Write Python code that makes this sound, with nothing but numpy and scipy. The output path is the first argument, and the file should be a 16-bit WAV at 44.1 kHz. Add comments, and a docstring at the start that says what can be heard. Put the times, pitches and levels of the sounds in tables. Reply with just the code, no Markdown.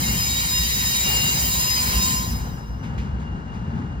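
"""Tank wagons roll slowly past, some way off beyond the tracks, rumbling and booming. From the start,
brake blocks scrape on the wheels and keep them ringing at many pitches; now and then one pitch locks
into a loud squeal. Just after 2 s the brakes let go and the wheels ring out. The rumble and the boom
carry on, a thin whine grows, and from about 2.8 s the running gear clanks a few times."""
import sys
import numpy as np
from scipy import signal
from scipy.fft import rfft, irfft
from scipy.io import wavfile

SR = 44100
rng = np.random.default_rng(int(sys.argv[2]) if len(sys.argv) > 2 else 0)


def persist_wave(psi):
    """Save psi, clipped to +-1, as 16-bit WAV."""
    counts = np.round(np.clip(psi, -1, 1) * 32767).astype(np.int16)
    wavfile.write(sys.argv[1], SR, np.atleast_2d(counts).T)


N = 176400
T = np.arange(N) / SR
FREQS = np.fft.rfftfreq(N, 1 / SR)
TOP_HZ = 15750  # upper edge of the sound

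# how hard the brakes rub (time [s], relative level [dB])
BRAKE_FORCE = [(0, 1), (.5, 2), (1.05, 3.5), (1.9, 2.5), (2.1, 2.5), (2.22, -4), (2.36, -11.5), (2.6, -29),
               (2.85, -39), (4, -93)]
# tone colour of the scraping brake blocks (frequency [Hz], relative level [dB])
SCRAPE_COLOUR = [(300, -8), (650, -9.5), (1000, 0), (1550, -5), (2000, -0.5), (2300, 1), (2650, -4),
                 (3200, -1.5), (3550, -11), (4200, -1.5), (4950, -5), (5450, -11.5), (6400, 2.5),
                 (7300, 3.5), (8200, 0), (9500, -6), (10700, -13), (12300, 0.5), (15600, -10.5)]


def undb(db):
    """Turn decibels into a gain to multiply by."""
    return 10 ** (np.asarray(db) / 20)


def unit(x):
    """Scale a signal to an average (rms) level of 1."""
    return x / np.sqrt(np.mean(x ** 2))


def curve(rows, column=1):
    """Join one column of a table into a line over time."""
    rows = np.array(rows, float)
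    return np.interp(T, rows[:, 0], rows[:, column])


def spectrum(rows, column=1):
    """Join one column of a table into a line over log frequency."""
    rows = np.array(rows, float)
    return np.interp(np.log(FREQS + 1), np.log(rows[:, 0]), rows[:, column])


def noise(gain):
    """Two unrelated noises, shaped by this gain over frequency, at an average level of 1."""
    return unit(irfft(rfft(rng.standard_normal((2, N))) * gain, N))


def drift(rate_hz):
    """A smooth random wobble of typical size 1; a higher rate wobbles faster."""
    wobble = irfft(rfft(rng.standard_normal(N)) / (1 + (FREQS / rate_hz) ** 4), N)
    return unit(wobble - wobble.mean())


def resonance(hz, width_hz):
    """Gain over frequency of something that likes to vibrate at one pitch."""
    return 1 / (1 + 1j * (FREQS ** 2 - hz ** 2) / (width_hz * (FREQS + 1e-6)))


def filtered(x, gain, size=2048):
    """Change the level and phase of each frequency in a sound by a complex gain."""
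    taps = np.roll(irfft(gain, N), size)[:2 * size + 1] * np.hanning(2 * size + 1)
    padded = np.pad(x, size, mode="reflect", reflect_type="odd")
    return signal.fftconvolve(padded, taps, "valid")


def ring_out(db, hz):
    """Let a level fall no faster than a wheel's ringing at this pitch dies away."""
    lightly_damped = hz in (4920, 5116, 5816)
    ring_s = 1.5 if lightly_damped else 1.06 * (hz / 4000) ** -0.27  # time to fade by 60 dB
    fall_db = 60 * T / ring_s
    return np.maximum.accumulate(db + fall_db) - fall_db


def ringing_wheels():
    """Rubbing shakes the wheels at their natural pitches; each swells on its own, then rings out."""
    # natural pitches of the wheels (pitch [Hz], relative level [dB])
    wheel_pitches = [(1023, -45.5), (1809, -48), (1895, -46), (2807, -40), (3099, -45), (3792, -40.5),
                     (3985, -44), (4102, -47), (4608, -49), (4821, -41), (4920, -45), (5052, -36.5),
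                     (5116, -41), (5816, -43), (6072, -46), (6837, -43), (7074, -35), (7892, -43),
                     (8161, -40), (8893, -38), (9218, -42), (10268, -42), (12295, -43), (12791, -46),
                     (13297, -44), (14320, -45), (15525, -43)]
    out, brake_db = 0, curve(BRAKE_FORCE)
    for hz, db in wheel_pitches:
        width_hz = 7 + .7 * hz / 1000
        ring = noise(resonance(hz, width_hz) * resonance(hz, 8 * width_hz))
        swell_db = 1.5 * drift(35)
        out = out + ring * undb(db - .5 + ring_out(brake_db, hz) + swell_db)
    return out


def squeals():
    """A block sticks and slips in step with one wheel pitch: a wavering tone grows, holds and fades."""
    # squeals (start [s], length [s], rise time [s], pitch [Hz], level [dB])
    squeal_notes = [(0, .13, .02, 2810, -36), (.18, .06, .02, 5060, -28), (.22, .59, .12, 3795, -28.5),
                    (.49, .09, .02, 5057, -28.5), (.52, .06, .02, 1897, -35), (.81, .06, .015, 5056, -29),
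                    (.9, .22, .02, 3795, -32), (1.01, .27, .05, 2804, -23.5), (1.22, .28, .04, 15524, -35),
                    (1.3, .95, .4, 1025, -33), (1.6, .2, .02, 5050, -31), (1.73, .06, .02, 4822, -29),
                    (1.85, .29, .06, 5047, -29.5), (1.9, .16, .02, 5816, -38), (1.99, .04, .01, 3790, -31),
                    (2.01, .13, .01, 7074, -28)]
    wander_hz, flutter_db = 7.23, .5
    release_s, tail_share = .032, .35  # a squeal breaks off, leaving this share to ring on
    out = np.zeros((2, N))
    for start, length, rise, hz, db in squeal_notes:
        grow = 1 - np.exp(-np.clip(T - start, 0, length) / rise)
        since_end = np.maximum(T - start - length, 0)
        drop = tail_share + (1 - tail_share) * np.exp(-since_end / release_s)
        drive_db = np.where(T < start + length, 0., -300.)
        loudness = grow * drop * undb(ring_out(drive_db, hz))
        pitch_hz = hz + wander_hz * drift(24.5)
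        phase = 2 * np.pi * (np.cumsum(pitch_hz) / SR + rng.random())
        for path in out:  # the tone arrives by two paths that flutter apart
            path += undb(db + flutter_db * drift(22)) * loudness * np.sqrt(2) * np.sin(phase)
            phase = phase + np.pi / 2 + .5 * drift(9.9)
    return out


def grinding():
    """The brake blocks scrape out a broad hiss; each frequency band of it flickers by itself."""
    level_db, flicker_db = -30.5, 1.8
    centres_hz, spacing_hz = np.linspace(0, TOP_HZ, 16, retstep=True)
    scrape = rfft(noise(undb(spectrum(SCRAPE_COLOUR))))
    out = 0
    for hz in centres_hz:
        band = np.maximum(1 - abs(FREQS - hz) / spacing_hz, 0)
        out = out + irfft(scrape * band, N) * undb(flicker_db * drift(21))
    return out * undb(level_db + curve(BRAKE_FORCE))


def pings():
    """The blocks catch here and there; each catch sets off a short metallic ring at its own pitch."""
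    per_second, lowest_hz, level_db, spread_db = 800, 1400, -31.5, 2.5
    rise_s, ring_s = .008, .3
    age = T[:SR // 5]
    colour = undb(spectrum(SCRAPE_COLOUR))
    shape = (1 - np.exp(-age / rise_s)) * undb(-60 * age / ring_s)
    out = np.zeros(N + SR)
    for when, height in rng.random((per_second * N // SR, 2)):
        hz = lowest_hz + height * (TOP_HZ - lowest_hz)
        at = int(when * (N + len(age)))
        strength = undb(spread_db * rng.standard_normal()) * colour[np.searchsorted(FREQS, hz)]
        out[at:at + len(age)] += strength * shape * np.sin(2 * np.pi * hz * age)
    direct = unit(out[len(age):len(age) + N])
    scattered = np.roll(direct, SR // 20)
    return np.array([direct, scattered]) * undb(level_db + curve(BRAKE_FORCE))


def rolling():
    """Wheels rolling on the rails make a low rumble and a higher roar."""
    # tone colour of the rolling (frequency [Hz], relative level [dB])
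    rolling_colour = [(20, -24), (40, -25), (80, -2.5), (110, -0.5), (170, -1.5), (230, -5), (310, -16.5),
                      (450, -19.5), (640, -22.5), (880, -16), (1150, -21.5), (1600, -22), (2400, -36.5),
                      (4500, -44), (8000, -49), (11000, -69), (15000, -64)]
    # loudness of the rolling (time [s], rumble level [dB], roar level [dB])
    rolling_levels = [(0, -27, -37), (.15, -27.5, -38), (.25, -32.5, -40), (.5, -32.5, -43.5),
                      (.9, -32, -45), (1.0, -37.5, -41), (1.08, -31.5, -31.5), (1.3, -29, -35),
                      (1.75, -35, -39.5), (1.92, -27.5, -33.5), (2.1, -27.5, -38.5), (2.48, -30.5, -39),
                      (2.7, -36, -43.5), (2.9, -27.5, -39), (3.25, -29.5, -40), (3.55, -33, -40.5),
                      (3.8, -25, -37.5), (4, -34.5, -42)]
    colour, split_hz = undb(spectrum(rolling_colour)), 343
    low_share = 1 / (1 + (FREQS / split_hz) ** 6)
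    rumble = noise(colour * np.sqrt(low_share)) * undb(curve(rolling_levels))
    roar = noise(colour * np.sqrt(1 - low_share))
    roar_db = curve(rolling_levels, column=2) + .82 * drift(54)
    return rumble, roar * undb(roar_db)


def boom():
    """The wagon bodies drone at one low pitch and swell each time the wheels jolt them."""
    # jolts from the wheels (start [s], peak level [dB])
    jolts = [(0.579, -24), (1.939, -15.5), (2.289, -23.5), (2.959, -21), (3.118, -24)]
    hz, width_hz, drone_db, rise_s = 60.7, 14.7, -32, .031
    out = noise(resonance(hz, width_hz) * resonance(hz, 2 * width_hz)) * undb(drone_db)
    for start, db in jolts:
        age = np.maximum(T - start, 0)
        swell = (age / rise_s * np.exp(1 - age / rise_s)) ** 2
        out = out + undb(db) * swell * np.sin(2 * np.pi * hz * age)
    return out


def whine():
    """One wheel keeps up a faint, fluttering tone that grows after the brakes let go."""
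    # the whining wheel (time [s], pitch [Hz], level [dB])
    whine_course = [(2.2, 2845, -60), (2.6, 2848, -56), (3.4, 2832, -51.5), (4, 2830, -55)]
    wander_hz, flutter_db = 9, 3.5
    pitch_hz = curve(whine_course) + wander_hz * drift(52)
    phase = 2 * np.pi * np.cumsum(pitch_hz) / SR
    db = curve(whine_course, column=2)
    return np.array([undb(db + flutter_db * drift(60)) * np.sin(phase + drift(15)) for _ in range(2)])


def clanks():
    """Steel couplings and running gear knock far off; the trees smear each knock into a short burst."""
    # knocks (start [s], peak level [dB], rise time [s])
    knocks = [(2.825, -42.5, 0.018), (2.976, -39.5, 0.0058), (3.194, -48.5, 0.0076), (3.525, -47, 0.023)]
    # tone colour of a knock (frequency [Hz], relative level [dB])
    knock_colour = [(300, -18), (900, 6.5), (2000, 8.5), (4000, -3), (7000, -5), (15000, -26)]
    power, ring_s = 0, .4
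    for start, db, rise in knocks:
        grow = np.clip((T - start) / rise, 0, 1)
        fall_db = 60 * np.maximum(T - start - rise, 0) / ring_s
        power = power + (grow * undb(db - fall_db)) ** 2
    return noise(undb(spectrum(knock_colour))) * np.sqrt(power)


def microphones(pair, likeness=1):
    """Left hears the direct sound; right hears it shifted in phase and mixed with the scattered one."""
    # how left and right compare
    # (frequency [Hz], left phase lead [rad], likeness [0-1], left minus right level [dB])
    left_and_right = [(50, .25, .93, 1.2), (200, .3, .98, 3), (420, .3, .86, 4.5), (620, -1.6, .4, 9),
                      (1050, -2.5, .9, 4.5), (1800, -3.3, .75, 2), (2300, -4.4, .5, 5),
                      (2800, -4.4, .92, -2), (3800, -5.3, .75, -5), (4400, -5.9, .8, 0),
                      (5050, -7, .75, 2.5), (5800, -8.8, .55, -1.5), (7080, -10.1, .85, 2),
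                      (8100, -9.42, .995, 0), (10900, -9.42, .995, 0), (12300, -10.7, .78, 0),
                      (15500, -12.2, .88, 0)]
    direct, scattered = pair
    shift = np.exp(-1j * spectrum(left_and_right))
    alike = likeness * spectrum(left_and_right, column=2)
    left_boost = undb(spectrum(left_and_right, column=3))
    share = np.sqrt(2 / (1 + left_boost ** 2))  # keeps the total power the same
    left = filtered(direct, share * left_boost)
    right = filtered(direct, share * alike * shift) + filtered(scattered, share * np.sqrt(1 - alike ** 2))
    return np.array([left, right])


def scene():
    """Braking and rolling wagons, heard from the trackside."""
    rumble, roar = rolling()
    rest = pings() + squeals() + grinding() + rumble + boom() + clanks() + whine()
    wheels = microphones(ringing_wheels(), likeness=.9)  # the ringing also arrives from the trees
    wide_roar = microphones(roar, likeness=.8)  # the roar comes from the whole train
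    return wheels + wide_roar + microphones(rest)


def record(dry):
    """A steep filter cuts off the highest treble."""
    return signal.sosfilt(signal.ellip(10, .2, 80, TOP_HZ, fs=SR, output="sos"), dry)


dry = scene()
out = record(dry)
persist_wave(out)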